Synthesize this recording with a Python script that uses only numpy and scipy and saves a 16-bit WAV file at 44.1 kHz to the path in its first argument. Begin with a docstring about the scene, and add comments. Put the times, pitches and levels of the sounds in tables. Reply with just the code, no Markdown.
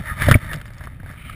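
"""In open air, on a fast glide: wind rushes over a small camera housing and buffets its microphone.
As the camera swings through the wake of the flyer's suit, fabric flaps, a few hard air blows thump the
housing and one snap rings its cavity; then the flow calms to a light flutter. Eddies blow brief hissy
whistles in the hollows and loose gear ticks. The recorder holds each sample at a low rate, which adds
a glassy fizz, and it clips."""
import sys
import numpy as np
from scipy.fft import rfft, irfft, next_fast_len
from scipy.io import wavfile
from scipy.ndimage import uniform_filter1d, map_coordinates

SR = 44100
rng = np.random.default_rng(int(sys.argv[2]) if len(sys.argv) > 2 else 0)


def store_wav(level_fs):
    """Save 16-bit WAV to argv[1]."""
    pcm = np.round(np.clip(np.atleast_2d(level_fs), -1, 1) * 32767)
    wavfile.write(sys.argv[1], SR, pcm.T.astype(np.int16))


N = 59535

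# Fader rides for the wind. Each row: time in seconds, level in dB.
RUSH_LEVEL = [(0, -35.5), (.02, -43.5), (.055, -37), (.1, -35), (.125, -35), (.148, -43), (.17, -34.5),
              (.2, -26.5), (.228, -22.5), (.255, -26), (.29, -26), (.335, -27), (.365, -40), (.395, -43.5),
              (.42, -35.5), (.46, -39), (.525, -36), (.56, -40.5), (.6, -46.5), (.69, -52), (.77, -51.5),
              (.835, -42), (.9, -52.5), (.935, -49), (.98, -58.5), (1.02, -54.5), (1.06, -49.5),
              (1.115, -44.5), (1.16, -50.5), (1.35, -53)]
HEADWIND_LEVEL = [(1.05, -61.5), (1.17, -50), (1.27, -42), (1.35, -45)]  # the higher rush that sets in as the camera tilts down
BUFFET_LEVEL = [(0, -17.5), (.025, -38.5), (.09, -33), (.125, -26), (.15, -36.5), (.2, -33), (.235, -19.5),
                (.26, -22.5), (.33, -17.5), (.385, -36.5), (.44, -32), (.48, -31.5), (.52, -31.5),
                (.57, -33.5), (.64, -38), (.76, -38.5), (.83, -34), (.92, -37.5), (.98, -38.5), (1.1, -37),
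                (1.2, -41), (1.26, -36), (1.35, -35)]
# Tone colours of the noises. Each row: frequency in Hz, level in dB.
RUSH_EQ = [(100, 0.5), (250, -16), (430, -26.5), (590, -1), (760, -17.5), (920, -4), (1050, -12.5),
           (1250, 2.5), (1420, -8), (1750, 2), (2200, -2.5), (2700, -18), (3100, -13), (3300, -21),
           (3550, -8.5), (4050, -25), (4500, -19.5), (5050, -30.5), (5400, -19.5), (5900, -34.5)]
HEADWIND_EQ = [(200, -42), (600, -11), (1000, -22), (1230, 4), (1450, -4.5), (1900, -8), (2250, 5.5),
               (2750, -6.5), (3120, -1), (3400, -14), (3850, -12), (4200, -20.5), (5900, -30)]
BUFFET_EQ = [(10, -28), (25, -3.5), (50, 1.5), (85, 0.5), (140, 0), (190, -12), (260, -16.5), (400, -28.5),
             (800, -30), (2000, -102)]
FLAP_BODY_EQ = [(200, -6), (600, -6.5), (900, -16), (1250, -1), (1700, 10), (2150, -4.5), (2700, -25),
                (3500, -43), (4500, -21), (5900, -51)]
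CRACK_EQ = [(500, -40), (1700, -1), (3000, 12.5), (3700, 9), (4500, 1), (5300, 4.5), (5900, -14)]
FLAP_PUFF_EQ = [(60, 10.5), (150, 7), (250, 0), (420, -12), (620, 10.5), (850, -11.5), (1200, 6.5),
                (1700, -51), (3000, -30)]
TICK_EQ = [(1000, -40), (3200, -10), (4400, 1), (5200, 5.5), (5900, -18)]
# Eddies blowing across a hollow. Each row: peak time in seconds, half length in seconds, pitch in Hz,
# band width in Hz, level in dB.
WHISTLES = [(0.11, 0.016, 1290, 124, -31), (0.1, 0.018, 1805, 240, -28.5), (.226, 0.017, 2225, 150, -28.5),
            (0.517, 0.019, 1805, 140, -33.5), (1.299, 0.0026, 1250, 64, -33)]
# Flaps of the suit. Each row: start in seconds, level in dB, crack and low puff each in dB relative
# to the body, time to fade 60 dB in seconds.
FLAPS = [(0.217, -23.5, -16, -11, 0.029), (0.2204, -12, -15, -23, 0.029), (.2845, -15.5, -9.5, -9, 0.049),
         (.297, -20.5, -8, -16, 0.032), (0.3123, 0, -11, -18, 0.03), (0.3226, -12.5, -16, -8, 0.03),
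         (0.3528, -24.5, -5.5, 7, 0.043), (0.518, -22, -39, -4, 0.026), (0.5319, -21, -2, -7, 0.02),
         (0.5399, -26, -4.5, -17, 0.028), (0.6138, -28.5, -8.5, -16, 0.021),
         (0.6562, -27.5, -9, -3.5, 0.0094), (0.6788, -34.5, -8, -12, 0.017),
         (0.7045, -34.5, -20, -6, 0.022), (0.8068, -34, -22, -1, 0.048), (0.8382, -36.5, -5.5, 1, 0.015),
         (0.8717, -31, -21, 1.5, 0.024), (1.0001, -32.5, -34, 0, 0.021), (1.031, -35, -31, 3, 0.026),
         (1.061, -33, -21, -6.5, 0.024), (1.0985, -35, -26, -0.5, 0.034), (1.1098, -32, -17, -14, 0.023),
         (1.138, -36.5, -20, -3, 0.025), (1.296, -33.5, -6, -7, 0.027)]
FLAP_ATTACK_S = 0.00064
# Air blows on the housing. Each row: start in seconds, level of the deep tone in dB, its pitch in Hz,
# its time to fade 60 dB in seconds, boxy overtone level in dB, hollow knock level in dB.
THUMPS = [(0.2708, -6.5, 85, 0.075, -18.5, -37.5), (0.2849, 3, 134, 0.028, -6, 2),
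          (0.3062, -9, 106, 0.15, -7, -52), (0.3147, 7.5, 127.4, 0.041, -16, -11),
          (0.352, 3.5, 104.7, 0.057, -2.5, -8), (0.547, -18.5, 145, 0.071, -34, -23),
          (.566, -20, 135, 0.052, -37, -29), (1.002, -23.5, 134, 0.044, -59, -59),
          (1.038, -21, 85, 0.062, -42, -38)]
THUMP_ATTACK_S = 0.0015
BOX_HZ, BOX_T60_S = 235.7, 0.04
KNOCK_HZ, KNOCK_T60_S = 580, 0.022
# Modes of the air in the housing. Each row: pitch in Hz, level in dB relative to SNAP_RING_DB,
# time to fade 60 dB in seconds.
CAVITY_MODES = [(1275, -15, 0.03), (1980, -4.5, 0.023), (2245, 1.5, 0.024), (3350, -29, 0.03)]
SNAP_START_S, SNAP_RING_DB, SNAP_CRACK_DB, SNAP_CRACK_T60_S = 0.3424, -2.5, -21, 0.0074
# Ticks of loose gear. Each row: start in seconds, level in dB.
TICKS = [(0.5599, -31.5), (0.6653, -41), (0.669, -48), (0.674, -45), (0.735, -42.5), (0.7457, -47),
         (0.7829, -35.5), (.856, -45), (1.115, -48), (1.124, -53)]
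HOLD_HZ, TOP_HZ, CLIP_DB = 12000, 15400, -0.5


def amp(db):
    """Decibels to gain."""
    return 10 ** (np.asarray(db) / 20)


def unit(x):
    """Scale to rms 1."""
    return x / np.sqrt(np.mean(x ** 2) + 1e-20)


def curve(rows):
    """(s, value) points as one value per sample."""
    return np.interp(np.arange(N) / SR, *np.transpose(rows))


def wobble(rate):
    """A smooth random curve, rate knots a second."""
    return map_coordinates(rng.standard_normal(2000), [np.arange(N) * rate / SR + 2], mode="wrap")


def filtered(x, response):
    """x times a response of frequency."""
    m = next_fast_len(N + SR // 4)
    return irfft(rfft(x, m) * response(np.fft.rfftfreq(m, 1 / SR)), m)[:N]


def noise(spectrum):
    """Noise of rms 1 with a (Hz, dB) spectrum."""
    f, db = np.transpose(spectrum)
    white = rng.standard_normal(N)
    return unit(filtered(white, lambda hz: amp(np.interp(np.log(hz + 1), np.log(f), db))))


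def steadied(x, size):
    """Even out the chance swells of a noise over size samples."""
    return x / np.sqrt(np.abs(uniform_filter1d(x ** 2, size)) + 1e-9)


def since(start):
    """Seconds since start, zero before it."""
    return np.maximum(np.arange(N) / SR - start, 0)


def burst(start, attack, t60):
    """A quick rise and an exponential decay."""
    t = since(start)
    return (1 - np.exp(-t / attack)) * np.exp(-np.log(1000) * t / t60)


def ring(start, hz, attack, t60):
    """One damped mode."""
    return burst(start, attack, t60) * np.sin(2 * np.pi * hz * since(start))


def rush():
    """Turbulent air sounds the hollows of the housing, fluttering with the eddies."""
    side_db = curve(RUSH_LEVEL) + 1.25 * wobble(rate=59.85) + 2.14 * wobble(rate=350)
    side = amp(side_db) * steadied(noise(RUSH_EQ), size=900)
    headwind_db = curve(HEADWIND_LEVEL) + 2.2 * wobble(rate=200)
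    return side + amp(headwind_db) * noise(HEADWIND_EQ)


def buffet():
    """Eddies push on the microphone itself: a low, lumpy rumble."""
    level_db = curve(BUFFET_LEVEL) + 1.6 * wobble(rate=55.42)
    return amp(level_db) * steadied(noise(BUFFET_EQ), size=2200)


def whistles():
    """Passing eddies blow single hollows into narrow, hissy tones that swell and fade."""
    t = np.arange(N) / SR
    sound = np.zeros(N)
    for peak, half_length, hz, width, db in WHISTLES:
        swell = np.exp(-0.5 * ((t - peak) / half_length) ** 2)
        hiss = filtered(rng.standard_normal(N), lambda f: 1 / (1 + ((f - hz) / width) ** 2) ** 2)
        sound += amp(db) * swell * steadied(hiss, size=500)
    return sound


def flaps():
    """Fabric flaps, heard through the housing: short bursts, each with its own blend of crack and puff."""
    body = steadied(noise(FLAP_BODY_EQ), size=130)
    crack = noise(CRACK_EQ)
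    puff = steadied(noise(FLAP_PUFF_EQ), size=260)
    sound = np.zeros(N)
    for start, db, crack_db, puff_db, t60 in FLAPS:
        blend = body + amp(crack_db) * crack + amp(puff_db) * puff
        sound += amp(db) * burst(start, FLAP_ATTACK_S, t60) * blend
    return sound


def thumps():
    """Hard blows of air hit the housing: a deep, damped tone, a boxy overtone and a hollow knock."""
    sound = np.zeros(N)
    for start, db, hz, t60, box_db, knock_db in THUMPS:
        deep = amp(db) * ring(start, hz, THUMP_ATTACK_S, t60)
        box = amp(box_db) * ring(start, BOX_HZ, THUMP_ATTACK_S, BOX_T60_S)
        knock = amp(knock_db) * ring(start, KNOCK_HZ, THUMP_ATTACK_S, KNOCK_T60_S)
        sound += deep + box + knock
    return sound


def snap():
    """One sharp snap cracks and leaves the air in the housing ringing for a moment."""
    crack = burst(SNAP_START_S, FLAP_ATTACK_S, SNAP_CRACK_T60_S) * noise(CRACK_EQ)
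    cavity = sum(amp(db) * ring(SNAP_START_S, hz, FLAP_ATTACK_S, t60) for hz, db, t60 in CAVITY_MODES)
    return amp(SNAP_CRACK_DB) * crack + amp(SNAP_RING_DB) * cavity


def gear_ticks():
    """Loose gear ticks lightly: tiny bursts of bright noise."""
    envelope = sum(amp(db) * burst(start, attack=0.00029, t60=0.0095) for start, db in TICKS)
    return envelope * noise(TICK_EQ)


def scene():
    """The wind bed and the hits on top of it, mixed in mono at the microphone."""
    wind = rush() + buffet() + whistles()
    hits = flaps() + thumps() + snap() + gear_ticks()
    return (wind + hits)[None]


def record(dry):
    """Sample-and-hold mirrors the sound into a glassy treble fizz; peaks clip; the very top is cut."""
    narrow = filtered(dry[0], lambda hz: hz < HOLD_HZ / 2 - 80)
    mirrored = narrow * (1 + 2 * np.cos(2 * np.pi * HOLD_HZ * np.arange(N) / SR))
    held = filtered(mirrored, lambda hz: np.sinc(hz / HOLD_HZ))  # holding softens the treble
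    clipped = np.clip(held, -amp(CLIP_DB), amp(CLIP_DB))
    return filtered(clipped, lambda hz: hz < TOP_HZ)[None]


dry = scene()
out = record(dry)
store_wav(out)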